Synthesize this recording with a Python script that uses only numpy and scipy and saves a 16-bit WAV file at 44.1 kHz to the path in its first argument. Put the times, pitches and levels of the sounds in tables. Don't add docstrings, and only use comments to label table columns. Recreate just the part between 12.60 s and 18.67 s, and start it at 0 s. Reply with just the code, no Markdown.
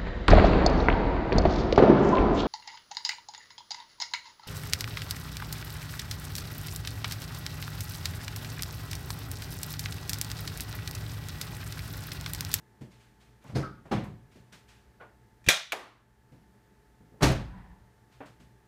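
import sys
import numpy as np
from scipy.fft import rfft, irfft, next_fast_len
from scipy.io import wavfile
from scipy.ndimage import uniform_filter1d, map_coordinates

SR = 44100
rng = np.random.default_rng(int(sys.argv[2]) if len(sys.argv) > 2 else 0)


def wav_out(sig):
    wavfile.write(sys.argv[1], SR, np.round(np.clip(np.atleast_2d(sig).T, -1, 1) * 32767).astype(np.int16))


N = 267775
TIME = np.arange(N) / SR
AGE = np.arange(SR) / SR

MOTOR_TONES = [(59.2, -70.5), (118.4, -71), (414.5, -79), (721.4, -84), (877.5, -75), (1303, -90),
               (1707, -86.5), (2078, -92)]
# f/Hz, level/dB
RUMBLE = [(12, -66), (20, -39), (43, -6.5), (70, -3.5), (87, -18.5), (118, 1), (147, -14.5), (212, -7.5),
          (235, -15), (414, -15.5), (600, -27), (780, -58.5), (1320, -120)]
AIR = [(350, -44.5), (600, -14.5), (850, -13), (1050, -16.5), (1400, -17.5), (1750, -13.5), (2100, -20.5),
       (2600, -24.5), (4600, -27.5), (9000, -30.5), (15500, -34)]
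# f/Hz, t60/s
GARAGE_ECHO = [(50, 0.71), (130, 0.84), (450, 0.46), (1400, 0.56), (4000, 0.53), (7000, 0.42), (12000, 0.4)]
NEAR_ECHO = [(150, 0.27), (600, 0.26), (1500, 0.34), (3600, .38), (7000, 0.2782), (12000, 0.24)]

STEPS = [(0.208, -43.5, -60), (1.754, -52, -64.5), (1.921, -56, -52), (3.717, -50.5, -70),
         (4.402, -55, -87), (5.653, -56, -59), (5.797, -55.5, -63)]
SCUFFS = [(0.301, -63), (.39, -64.5), (.595, -64), (.81, -66.5), (1.706, -65.5), (2.075, -59),
          (5.509, -65.5)]
# f/Hz, level/dB
THUD = [(25, -24.5), (70, -9), (130, 3), (190, -3.5), (330, -11.5), (600, -31), (1500, -64), (4000, -91)]
GRIT = [(300, -9), (1200, 3), (2600, 3), (5000, -3), (8000, -7.5), (15000, -20.5)]
TICK = [(1500, -30), (4000, -6), (7000, 2), (11000, -1), (15000, -4)]
KNOCK_SHAPE = [(.15, -26.5), (.45, 0.5), (.7, 3), (1.3, -1.5), (1.8, -6), (3, -14.5), (8, -44)]

BUMPS = [(.840, -48.5, -55), (.89, -44.5, -51.5), (1.25, -53, -53.5), (1.312, -31, -32.5),
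         (1.434, -45.5, -49), (4.606, -37, -34)]
REBOUNDS = [(1.391, -34, -67), (4.697, -29, -38)]
LOCK_TICKS = [(0.841, -59, 0.015), (1.438, -63.5, 0.22), (4.7198, -40, 0.019)]
CREAKS = [(1.02, 0.0036, -45), (1.034, 0.0013, -37), (1.054, 0.0035, -45), (1.079, .006, -50),
          (1.115, 0.0089, -54), (1.17, .01, -59)]
# f/Hz, level/dB, t60/s
HANDLE_TONES = [(2340, -14, 0.38), (2580, -16, .35), (3700, -5, 0.16), (4220, 0, 0.13), (4750, -2, 0.15),
                (5200, -1, 0.11), (6370, -12, 0.22)]
LOCK_TONES = [(1010, -7, 0.61), (1108, -8, 1), (1240, -9, 0.24), (1580, -16, 0.46), (2220, -23, 0.46),
              (2480, -21, 0.16), (2840, -29, 0.41), (4080, 9, 0.21), (5270, -14, 0.17), (5330, 3, 0.21),
              (6000, -6, 0.31), (6368, 0.5, 0.36), (6600, -3, 0.24), (7400, -36, 0.31)]
HINGE_TONES = [(1160, -0.5, 0.099), (1270, 2, 0.19), (1310, -1, 0.17), (1426, -5, 0.27), (1560, -9, 0.24),
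               (1615, -5, 0.13)]
SHEET_TONES = [(118.8, 4.5, 1.6), (186, 3.5, 1), (770, -11, 1.05), (990, -2.5, 0.77), (1000, -8, 0.71),
               (1100, -15, 0.89)]
# t/s, rise/s, clatter/dB, panel/dB, lock/dB, clatter t60 factor
DOOR_BLOWS = [(0.947, 0.016, -28.5, -25, -54, 0.75), (1.310, 0.011, -26, -24, -51.5, 0.78),
              (4.620, 0.012, -17, -16.5, -38, 0.72)]
# f/Hz, t60/s, unlock/dB, swing/dB, slam/dB
PANEL_TONES = [(40.4, 0.41, -24, -27, -11), (54.1, 1, -19, -15, -9), (74.8, 0.38, -4, -14, -8),
               (114.56, 0.73, -19, 0, -10.5), (132.1, 0.4, 4, -17, 1), (188.3, 0.56, -11, -21, -17),
               (205.7, 0.42, -16, 2.5, -10.5), (263.6, 0.26, -26, -3, -11), (301.5, 0.39, -4.5, -5, -10),
               (330.6, 0.27, -7, 2, -9.5), (385.6, 0.47, -14, -10, -18), (396, 0.27, -7, -6.5, -8.5),
               (439, 0.29, -20, -10, -10), (490, 0.3, -10.5, -6, -16), (542, 0.45, -15.5, -10, -16.5),
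               (652, 0.35, -20, -26, -16), (740, 0.46, -39, -10, -22), (807, 0.19, -35, -3.5, -37),
               (926, 0.27, -32, -22, -14.5), (989, 0.38, -31, -10.5, -22), (1162, 0.2, -32, -10.5, -12),
               (1272, 0.22, -32, -13, -19)]
# f/Hz, level/dB
UNLOCK = [(18, -50), (30, -8.5), (144, -8.5), (249, -7.5), (399, -13), (591, -19), (852, -18.5), (996, -25),
          (2130, -28), (2760, -35.5), (3980, -35), (5040, -32), (6050, -39.5), (13600, -51.5),
          (15500, -63.5)]
SWING = [(18, -58), (30, -25), (102, 4), (208, -2), (263, -15.5), (341, -13), (410, -17), (728, -18),
         (874, -26), (970, -16), (1110, -22), (1290, -25), (1870, -23.5), (3980, -31), (15500, -64)]
SLAM = [(15, -40), (25, -2), (69, -8), (119, -3), (183, -13.5), (289, -9), (368, -21), (537, -13.5),
        (582, -16.5), (919, -17), (1050, -22.5), (1570, -20.5), (2170, -24), (6380, -30), (15500, -47.5)]
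SHUDDER = [(15, -31), (25, -11), (53, 2), (151, -13.5), (184, -1), (262, -31.5), (299, -16), (342, -30),
           (399, -23), (436, -32), (948, -19), (1180, -30.5), (1890, -24.5), (2200, -35), (5000, -49.5),
           (6500, -79), (11000, -120)]
# t/s, rise/s, level/dB, centre f/Hz, ring f/Hz, ring level/dB
HOLLOW_KNOCKS = [(2.398, 0.015, -47.5, 910, 1450, -52.5), (5.603, 0.0041, -44, 900, 289.5, -47.5)]

LATCH_HITS = [(2.841, -58, -72, -62.5, -69.5), (2.8629, -46, -45, -47, -48), (2.886, 0, -23, -10.5, -18.5),
              (2.8928, -12.5, -28.5, -26, -47.5), (2.9007, -13.5, -12, -24.5, -49.5)]
LEVER_HITS = [(3.1208, -16.5, -39, -29)]
STEEL_TONES = [(390, -13.5, .25), (550.7, -11.5, 0.24), (649, -4, 0.26), (1190, -5, .25), (1372, -4, .28),
               (1574.5, 1, 0.19), (1750, -1, 0.11), (1819, -1, 0.16), (1915, -3.5, .17), (2247, -5, .2),
               (2416, -3.5, 0.28), (2424, 4, 0.24), (2645, -1, .14), (2870, -8, 0.29), (3110, -8.5, 0.14),
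               (3280, -2, .24), (3370, -8.5, 0.25), (3725, -3, 0.32), (3764, -6.5, .25), (3680, -9, 0.28),
               (4100, -5, .22), (4914, -10.5, 0.2), (5196, -10.5, .27), (5640, -11, 0.16),
               (6430, -11.5, 0.32), (7000, -12.5, .22), (10300, -15, .18), (11200, -15.5, .17),
               (11600, -16, 0.16)]
# f/Hz, level/dB
SNAP = [(210, -44.5), (350, -9), (1230, -24.5), (1820, -3.5), (2130, -6), (2390, 1), (2980, -20.5),
        (3330, -4.5), (3960, -12), (6480, -13.5), (8620, -18.5), (12600, -20), (15500, -24)]
SNAP_ROOM = [(88, -46.5), (150, -10), (326, -34.5), (388, -18.5), (631, -4.5), (912, -11), (1540, -8.5),
             (1660, -7.5), (2360, -5.5), (2700, -12), (3620, -4), (4390, -12), (6110, -9.5), (11600, -22.5),
             (15500, -29)]
CLICK = [(530, -50), (900, -17), (1350, -9), (2390, 1), (2820, -8), (4330, -10.5), (5570, -20),
         (6420, -15.5), (9630, -23), (10100, -23), (15500, -23)]
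CLICK_ROOM = [(71, -48), (120, -33), (138, -25), (173, -22), (325, -7.5), (415, -3), (623, -5), (704, -5),
              (1150, -3.5), (1430, -11), (1870, -10), (9910, -29), (15500, -39)]


def amp(db):
    return 10 ** (np.asarray(db) / 20)


def filtered(x, response):
    size = next_fast_len(len(x) + 8192)
    return irfft(rfft(x, size) * response(np.fft.rfftfreq(size, 1 / SR)), size)[:len(x)]


def noise(spectrum, size=SR):
    freqs, levels = np.transpose(spectrum)
    white = rng.standard_normal(size)
    shaped = filtered(white, lambda hz: amp(np.interp(np.log(hz + 1), np.log(freqs + 1), levels)))
    return shaped / np.sqrt(np.mean(shaped ** 2) + 1e-20)


def wobble(rate, size=SR):
    points = rng.standard_normal(1024)
    return map_coordinates(points, [np.arange(size) * rate / SR], order=2, mode="wrap")


def fade(t60, rise):
    return np.minimum(AGE / rise, 1) * amp(-60 * np.maximum(AGE - rise, 0) / t60)


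def burst(spectrum, t60, rise):
    return noise(spectrum) * fade(t60, rise)


def knock(centre_hz, t60, rise):
    return burst([(multiple * centre_hz, db) for multiple, db in KNOCK_SHAPE], t60, rise)


def ring(tones, rise, blur):
    sound = 0
    for hz, db, t60 in tones:
        waver = blur * wobble(rate=40)
        sound = sound + amp(db) * np.sin(2 * np.pi * hz * AGE + waver) * fade(t60, rise)
    return sound / np.sqrt(sum(amp(db) ** 2 for _, db, _ in tones) / 2)


def echo(spectrum, decays, rise, t60_factor=1):
    hz = np.fft.rfftfreq(SR, 1 / SR)
    source = rfft(noise(spectrum))
    centres, t60s = np.transpose(decays)
    sound = 0
    for one_band, t60 in zip(np.eye(len(decays)), t60s):
        share = np.interp(np.log(hz + 1), np.log(centres), one_band)
        sound = sound + irfft(source * share, SR) * fade(t60 * t60_factor, rise)
    return sound


def add(track, t, sound):
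    part = track[round(t * SR):][:len(sound)]
    part += sound[:len(part)]


def motor_and_air():
    speed = 1 + 0.0025 * wobble(rate=13, size=N)
    motor_time = np.cumsum(speed) / SR
    hum = sum(amp(db) * np.sqrt(2) * np.sin(2 * np.pi * hz * motor_time) for hz, db in MOTOR_TONES)
    return amp(0.5) * hum + amp(-62.5) * noise(RUMBLE, size=N) + amp(-70.5) * noise(AIR, size=N)


def footsteps():
    out = np.zeros(N)
    t60, rise = 0.36, 0.0066
    for t, weight_db, grit_db in STEPS:
        thud = burst(THUD, t60, rise)
        heel = amp(-5) * knock(centre_hz=290, t60=t60, rise=rise)
        add(out, t, amp(weight_db) * (thud + heel) + amp(grit_db) * burst(GRIT, t60, rise))
    for t, db in SCUFFS:
        add(out, t, amp(db) * burst(GRIT, t60=0.62, rise=0.018))
    return out


def bump(thud_db, knock_db):
    t60, rise = 0.33, 0.0076
    frame = knock(centre_hz=850, t60=t60, rise=rise)
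    trim = amp(-14.5) * burst(GRIT, t60, rise)
    return amp(thud_db) * burst(THUD, t60=0.34, rise=rise) + amp(knock_db) * (frame + trim)


def door_bumps():
    out = np.zeros(N)
    for t, thud_db, knock_db in BUMPS:
        add(out, t, bump(thud_db, knock_db))
    for t, thud_db, knock_db in REBOUNDS:
        add(out, t, bump(thud_db, knock_db))
        add(out, t + 0.093, amp(-9) * bump(thud_db, knock_db))
    add(out, 0.93, amp(-34.5) * burst(THUD, t60=0.3, rise=0.0092))
    return out


def door_fittings():
    out = np.zeros(N)
    add(out, 0.845, amp(-60) * burst(GRIT, t60=0.53, rise=0.036))
    add(out, 0.953, amp(-45) * ring(HANDLE_TONES, rise=0.0017, blur=0.35))
    for t, rise, db in CREAKS:
        add(out, t, amp(db) * ring(HINGE_TONES, rise, blur=1.95))
    for t, db, t60 in LOCK_TICKS:
        add(out, t, amp(db) * burst(TICK, t60, rise=0.0008))
    return out


def door_blows():
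    out = np.zeros(N)
    panel_hz, panel_t60, *mixes = np.transpose(PANEL_TONES)
    panels = [list(zip(panel_hz, levels, panel_t60)) for levels in mixes]
    for blow, spectrum, panel in zip(DOOR_BLOWS, (UNLOCK, SWING, SLAM), panels):
        t, rise, clatter_db, panel_db, lock_db, t60_factor = blow
        chatter = amp(0.68 * wobble(rate=240))
        clatter = echo(spectrum, GARAGE_ECHO, rise, t60_factor)
        clatter = filtered(clatter, lambda hz: 1j * hz / (1j * hz + 170))
        add(out, t, amp(clatter_db) * chatter * clatter)
        add(out, t, amp(panel_db) * ring(panel, rise, blur=0.92))
        add(out, t, amp(lock_db) * ring(LOCK_TONES, rise, blur=0.38))
    add(out, 4.686, amp(-28.5) * ring(panels[-1], rise=0.0068, blur=0.5))
    add(out, 4.76, amp(-46.5) * burst(SHUDDER, t60=0.94, rise=0.22))
    add(out, 4.76, amp(-51.5) * ring(SHEET_TONES, rise=0.18, blur=0.44))
    return out


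def hollow_knocks():
    out = np.zeros(N)
    t60, ring_t60 = 0.3, 0.25
    for t, rise, db, centre_hz, ring_hz, ring_db in HOLLOW_KNOCKS:
        add(out, t, amp(db) * (knock(centre_hz, t60, rise) + amp(-13) * burst(THUD, t60, rise)))
        add(out, t, amp(ring_db) * ring([(ring_hz, 0, ring_t60)], rise, blur=1.7))
    return out


def hood_latch():
    out = np.zeros(N)
    for t, crack_db, steel_db, echo_db, jolt_db in LATCH_HITS:
        add(out, t, amp(crack_db) * burst(SNAP, t60=0.041, rise=0.0019))
        add(out, t, amp(steel_db) * ring(STEEL_TONES, rise=0.001, blur=0.5))
        add(out, t, amp(echo_db) * echo(SNAP_ROOM, NEAR_ECHO, rise=0.0037))
        add(out, t, amp(jolt_db) * burst(THUD, t60=0.06, rise=0.0024))
    from_peak = (TIME - 2.879) / 0.0016
    shove = (1 - from_peak ** 2 / 2) * np.exp(-np.abs(from_peak))
    return out - amp(-18) * shove


def catch_squeak():
    out = np.zeros(N)
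    add(out, 2.869, amp(-38) * ring([(2680, 2.0, 0.12), (3000, -3.5, 0.05)], rise=0.011, blur=1.7))
    return out


def lever():
    out = np.zeros(N)
    for t, crack_db, steel_db, echo_db in LEVER_HITS:
        add(out, t, amp(crack_db) * burst(CLICK, t60=0.059, rise=0.00036))
        add(out, t, amp(steel_db) * ring(STEEL_TONES, rise=0.00095, blur=0.36))
        add(out, t, amp(echo_db) * echo(CLICK_ROOM, GARAGE_ECHO, rise=0.0094, t60_factor=0.86))
        add(out, t + 0.0076, amp(-20) * knock(centre_hz=870, t60=0.047, rise=0.0021))
    return out


def soft_footfall():
    out = np.zeros(N)
    add(out, 4.51, amp(-55) * knock(centre_hz=297, t60=0.44, rise=0.025))
    return out


def scene():
    hood = hood_latch() + lever() + catch_squeak()
    at_the_door = door_blows() + door_bumps() + soft_footfall() + door_fittings()
    return (hood + at_the_door + footsteps() + hollow_knocks() + motor_and_air())[None]


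def volume_control(x, threshold_db, recovery_db_per_s):
    power = np.abs(uniform_filter1d(x ** 2, size=220))
    excess_db = np.maximum(10 * np.log10(power + 1e-12) - threshold_db, 0)
    recovery_db = recovery_db_per_s * TIME
    cut_db = np.maximum.accumulate(excess_db + recovery_db) - recovery_db
    return x * amp(-uniform_filter1d(cut_db, size=64))


def record(dry):
    ceiling, top_hz = 0.75, 15500
    held = volume_control(dry[0], threshold_db=-12, recovery_db_per_s=12.5)
    rounded = held / (1 + (held / ceiling) ** 6) ** (1 / 6)
    return filtered(rounded, lambda hz: 1 / (1 + (hz / top_hz) ** 160))[None]


dry = scene()
out = record(dry)
wav_out(out)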